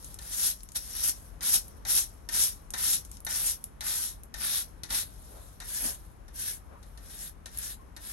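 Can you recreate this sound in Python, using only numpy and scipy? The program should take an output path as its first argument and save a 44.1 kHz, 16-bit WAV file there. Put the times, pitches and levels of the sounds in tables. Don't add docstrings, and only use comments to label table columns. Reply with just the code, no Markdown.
import sys
import numpy as np
from scipy import signal
from scipy.fft import rfft, irfft
from scipy.io import wavfile

SR = 44100
rng = np.random.default_rng(int(sys.argv[2]) if len(sys.argv) > 2 else 0)


def pcm_store(signal):
    levels = np.round(np.clip(np.atleast_2d(signal), -1, 1) * 32767)
    wavfile.write(sys.argv[1], SR, levels.astype(np.int16).T)


N = 358348
T = np.arange(N) / SR
FREQ = np.maximum(np.arange(N // 2 + 1) * SR / N, 1)


def undb(db):
    return 10 ** (np.asarray(db) / 20)


def unit(x):
    return x / np.sqrt(np.mean(x ** 2))


def across(table, axis=1):
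    rows = np.array(table, float)
    return np.interp(np.log(FREQ), np.log(rows[:, 0]), rows[:, axis])


def curve(table):
    return undb(np.interp(T, *np.transpose(table)))


def shape(x, response):
    scale = np.sqrt(np.mean(np.abs(response) ** 2))
    return irfft(rfft(x) * response / scale, N)


def resonance(hz, width):
    return 1 / (1 + 1j * (FREQ ** 2 - hz ** 2) / (FREQ * width))


def band(x, hz, width):
    centre = min(hz, 0.4 * SR)
    b, a = signal.iirpeak(centre, hz / width, fs=SR)
    return signal.lfilter(b, a, x)


def noise():
    return rng.standard_normal((2, N))


def walk(rate):
    spectrum = rfft(rng.standard_normal(N))
    return unit(irfft(spectrum / (1 + (FREQ / rate) ** 4), N))


def flicks(rate, spread_db):
    sizes = undb(spread_db * np.minimum(rng.exponential(size=N), 4))
    struck = rng.random(N) < rate / SR
    return unit(struck * sizes * noise())


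def fade(start, decay):
    return (T >= start) * np.exp(-np.clip((T - start) / decay, 0, 50))


def swell(centre, length):
    return np.exp(-np.minimum(((T - centre) / length) ** 2 / 2, 50))


def background():
    # f/Hz, relative level/dB
    rumble_spectrum = [(27, -69), (33, -5.5), (39, 0.5), (48, -0.5), (60, -4.5), (80, -8), (120, -15.5),
                       (220, -19.5), (400, -25.5), (1100, -30), (2200, -40), (4000, -48.5), (14000, -53)]
    # t/s, level/dB
    rumble_level = [(.2, -49.5), (.65, -53.5), (1.15, -49.5), (3.5, -50.5)]
    rumble = shape(noise(), undb(across(rumble_spectrum))) * undb(0.34 * walk(4.5))
    hum_hz = 57.4 + 2.48 * walk(4.23)
    hum_db = -10
    hum = np.sin(2 * np.pi * np.cumsum(hum_hz) / SR) * undb(2.0 * walk(9.8))
    return curve(rumble_level) * (rumble + undb(hum_db) * unit(hum))


def walls(x, t60, wet_db):
    tail = (noise() * fade(0.015, t60 / np.log(1000)))[:, :SR]
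    tail /= np.sqrt(np.sum(tail ** 2, axis=1, keepdims=True))
    return x + undb(wet_db) * signal.fftconvolve(x, tail, axes=1)[:, :N]


def door(x, share):
    delay = np.abs(0.0036 + 0.00031 * walk(2))
    echo = np.array([np.interp(T - delay, T, port) for port in x])
    return x + share * echo


def scuffs():
    # t/s, half length/s, f/Hz, width/Hz, level/dB
    scuff_list = [(5.366, 0.055, 515, 637, -56.5), (5.854, 0.017, 242, 130, -44),
                  (5.868, 0.044, 587, 800, -50.5), (6.724, 0.024, 607, 500, -55.5),
                  (6.763, 0.022, 1060, 550, -59.5), (7.81, 0.024, 1068, 30, -62)]
    out = 0
    for s, length, hz, width, db in scuff_list:
        rubbing = shape(noise(), resonance(hz, width) ** 2)
        out = out + undb(db) * swell(s, length) * rubbing
    return out


def grit():
    # t/s, relative level/dB, f/Hz
    grains = [(0.0452, -30, 8000), (0.143, -30, 9000), (0.606, -39.5, 5800), (0.633, -32.5, 10600),
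              (0.689, -35, 6160), (0.719, -32.5, 8250), (1.6814, -33.5, 11300), (2.7051, -27, 8840),
              (3.05, -30.5, 7900), (3.115, -29, 8100), (3.17, -35, 6000), (3.204, -37, 11400),
              (3.249, -22.5, 11700), (3.641, -23.5, 11300), (4.103, -36, 11000), (4.2345, -33, 11200),
              (7.574, -26, 10000), (7.5864, -21.5, 10900)]
    out = 0
    for s, db, hz in grains:
        contact = fade(s, decay=0.0012)
        patter = undb(-12.0) * fade(s, decay=0.014)
        out = out + undb(db - 4.5) * band((contact + patter) * noise(), hz, 4300)
    return out


def handle():
    # f/Hz, width/Hz, level/dB
    modes = [(900, 260, -1.5), (1480, 210, -1), (1796, 104, 6), (3676, 110, 1.5), (5820, 240, -4.5)]
    return sum(undb(db) * resonance(hz, width) for hz, width, db in modes)


def landings():
    # t/s, relative level/dB, knock of the handle against it/dB
    blows = [(0.1878, -37, -19.5), (0.757, -31.5, -17), (1.408, -33, -14.5), (1.8514, -35, -6.5),
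             (2.2892, -26.5, -19.5), (2.7373, -26, -11), (3.2658, -27.5, -10.5), (3.808, -29, -13),
             (4.341, -32, -13.5), (4.8339, -30.5, -18.5), (4.905, -27, -15.5), (5.602, -36, -11.5),
             (5.616, -47, -5), (6.281, -47.5, -16), (6.8282, -46.5, -20), (6.975, -42.5, -18.5),
             (7.4585, -33.5, -17.5), (7.9647, -36, -16)]
    # f/Hz, relative level/dB
    slap_spectrum = [(150, 8), (700, -6.5), (2500, -3), (4000, 9.5), (7000, 3.5), (11000, 1), (16000, -11)]
    slap, knock = 0, 0
    for s, db, knock_db in blows:
        slap = slap + undb(db) * (fade(s, decay=0.0043) + 0.31 * fade(s, decay=0.033))
        knock = knock + undb(db + knock_db) * fade(s, decay=0.025)
    tufts = flicks(rate=12000, spread_db=1.9)
    slapping = undb(-8.5) * shape(slap * tufts, undb(across(slap_spectrum)))
    return slapping + shape(knock * noise(), handle())


def progress(start, lift):
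    return np.clip((T - start) / (lift - start), 0, 1)


def stroke(start, attack, lift, release, db, growth_db):
    contact = np.sin(np.pi / 2 * np.clip((T - start) / attack, 0, 1)) ** 2
    speed = undb(db - growth_db * (1 - progress(start, lift)))
    after = np.maximum(T - lift, 0)
    sliding = undb(-22)
    settle_s = 0.099
    leaving = (1 - sliding) * swell(lift, release / np.sqrt(2)) + sliding * np.exp(-after / settle_s)
    return contact * speed * np.where(T < lift, 1, leaving)


def arm():
    # t/s, half length/s, relative level/dB
    rustles = [(0.07, .06, -46), (0.83, 0.042, -46), (1.224, 0.065, -57), (3.143, 0.02, -52),
               (5.36, 0.18, -53), (6.036, 0.089, -61.5), (6.89, .08, -62.5)]
    pushes = [(.186, .034, 0.47, 0.039, -20.5, 28.5, -14), (0.744, 0.021, 0.7653, 0.019, -26.5, 4, -14),
              (.8, 0.017, 1.081, .027, -21, 36, -12.5), (1.408, 0.03, 1.542, 0.039, -19.5, 14, -14.5),
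              (1.851, 0.044, 1.957, 0.058, -19.5, 10.5, -13.5),
              (2.297, 0.069, 2.422, 0.062, -20.5, 5.5, -13), (2.746, 0.061, 2.927, 0.044, -22.5, 8.5, -14),
              (3.27, 0.044, 3.485, 0.048, -25, 6.5, -14), (3.8, .1, 4.011, 0.081, -28, 0.5, -11),
              (4.335, 0.16, 4.572, 0.05, -26.5, 1.5, -8.5), (4.88, 0.07, 4.964, 0.055, -25, 3, -6),
              (5.595, 0.13, 5.857, 0.064, -27.5, 13.5, -18), (6.315, 0.1, 6.49, 0.054, -31, 4, -31),
              (6.97, .069, 7.243, .045, -36.5, 22.5, -13), (7.47, 0.17, 7.708, 0.032, -35, 5.5, -12),
              (7.969, 0.12, 8.75, .03, -31.5, 7.5, -15.5)]
    ease_db = 14.5
    hiss = sum(undb(db) * swell(s, length) for s, length, db in rustles)
    press = 0
    for start, attack, lift, release, db, growth_db, rasp_db in pushes:
        push = stroke(start, attack, lift, release, db, growth_db)
        hiss = hiss + push
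        press = press + push * undb(rasp_db - ease_db * progress(start, lift))
    return hiss, press


def sweeping():
    # f/Hz, relative level/dB
    hiss_spectrum = [(200, -13.5), (1200, -16.5), (2400, -10.5), (3600, -1.5), (7000, -0.5), (9000, 2),
                     (16000, 2)]
    # f/Hz, relative level/dB
    rasp_spectrum = [(60, -8), (200, 3), (400, -11.5), (1100, -3), (1500, 3), (1900, -0.5), (2400, -0.5),
                     (3900, -3), (5000, 4), (16000, -45)]
    # t/s, half length/s, f/Hz, width/Hz, level/dB
    places = [(.8, 1.56, 5610, 880, -1.5), (4.848, 0.33, 3800, 920, 0.5), (6.898, 1.17, 1670, 267, 13)]
    hiss, press = arm()
    hiss_response = undb(across(hiss_spectrum))
    fine = flicks(rate=26000, spread_db=1.5)
    coarse = flicks(rate=700, spread_db=2.0)
    tips = shape(fine + 0.32 * coarse, hiss_response)
    tips = tips + sum(0.35 * walk(10.6) * band(tips, hz, hz / 6) for hz in (3800, 5600, 7200))
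    tips = tips + sum(undb(db) * swell(s, length) * band(tips, hz, width)
                      for s, length, hz, width, db in places)
    shafts = shape(flicks(rate=5000, spread_db=3.0), undb(across(rasp_spectrum)))
    shafts = shafts + undb(-7.5) * shape(noise(), handle())
    catch = undb(1.02 * walk(25))
    loose = hiss / (1 + hiss / undb(-50))
    dust = shape(flicks(rate=320, spread_db=2.0), hiss_response)
    bristles = catch * (undb(-6.5) * hiss * tips + undb(0.5) * press * shafts)
    return bristles + undb(-29.5) * loose * dust


def scene():
    brush = door(sweeping() + landings(), share=0.33)
    near = brush + grit() + scuffs()
    return walls(near, t60=0.12, wet_db=-15.5) + background()


def record(dry):
    # f/Hz, left level/dB, right level/dB
    ports = [(60, 2.5, -1), (380, 4.5, -1.5), (1460, 5, 2.5), (2690, 4, 0), (3970, 5, -0.5),
             (4720, 2.5, -3), (5510, 8.5, -5), (7060, 5, -3.5), (8460, 4.5, -1.5), (9320, 5, 7),
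             (11010, 15.5, 13.5), (12220, -2, 0.5), (14200, -12, -13), (16000, -8.5, -19)]
    # f/Hz, correlation of the ports (0-1)
    correlation = [(50, 0.57), (180, 0.77), (500, 0.4), (1700, 0.13), (4000, 0.18), (7500, 0.42), (8800, 1),
                   (10000, 1), (11300, 0.98), (15500, 0.64)]
    # f/Hz, phase by which the left port leads/rad
    lead = [(100, 0), (1000, -2.4), (1800, .3), (4200, .4), (5400, -3), (6600, -6), (8100, -9.4),
            (8700, -12.5), (9800, -15.5), (10200, -15.8), (11000, -16.7), (12000, -18.8), (12400, -18.9),
            (13300, -21.9), (14300, -22.1), (15100, -25.1)]
    top_hz = 15900
    left, own = rfft(dry)
    likeness = np.clip(across(correlation), 0, 1)
    shared = likeness * left * np.exp(-1j * across(lead))
    right = shared + np.sqrt(1 - likeness ** 2) * own
    left_heard = left * undb(across(ports, axis=1))
    right_heard = right * undb(across(ports, axis=2))
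    heard = irfft(np.array([left_heard, right_heard]), N)
    lowpass = signal.ellip(10, 0.2, 80, top_hz, fs=SR, output="sos")
    return signal.sosfilt(lowpass, heard)


dry = scene()
out = record(dry)
pcm_store(out)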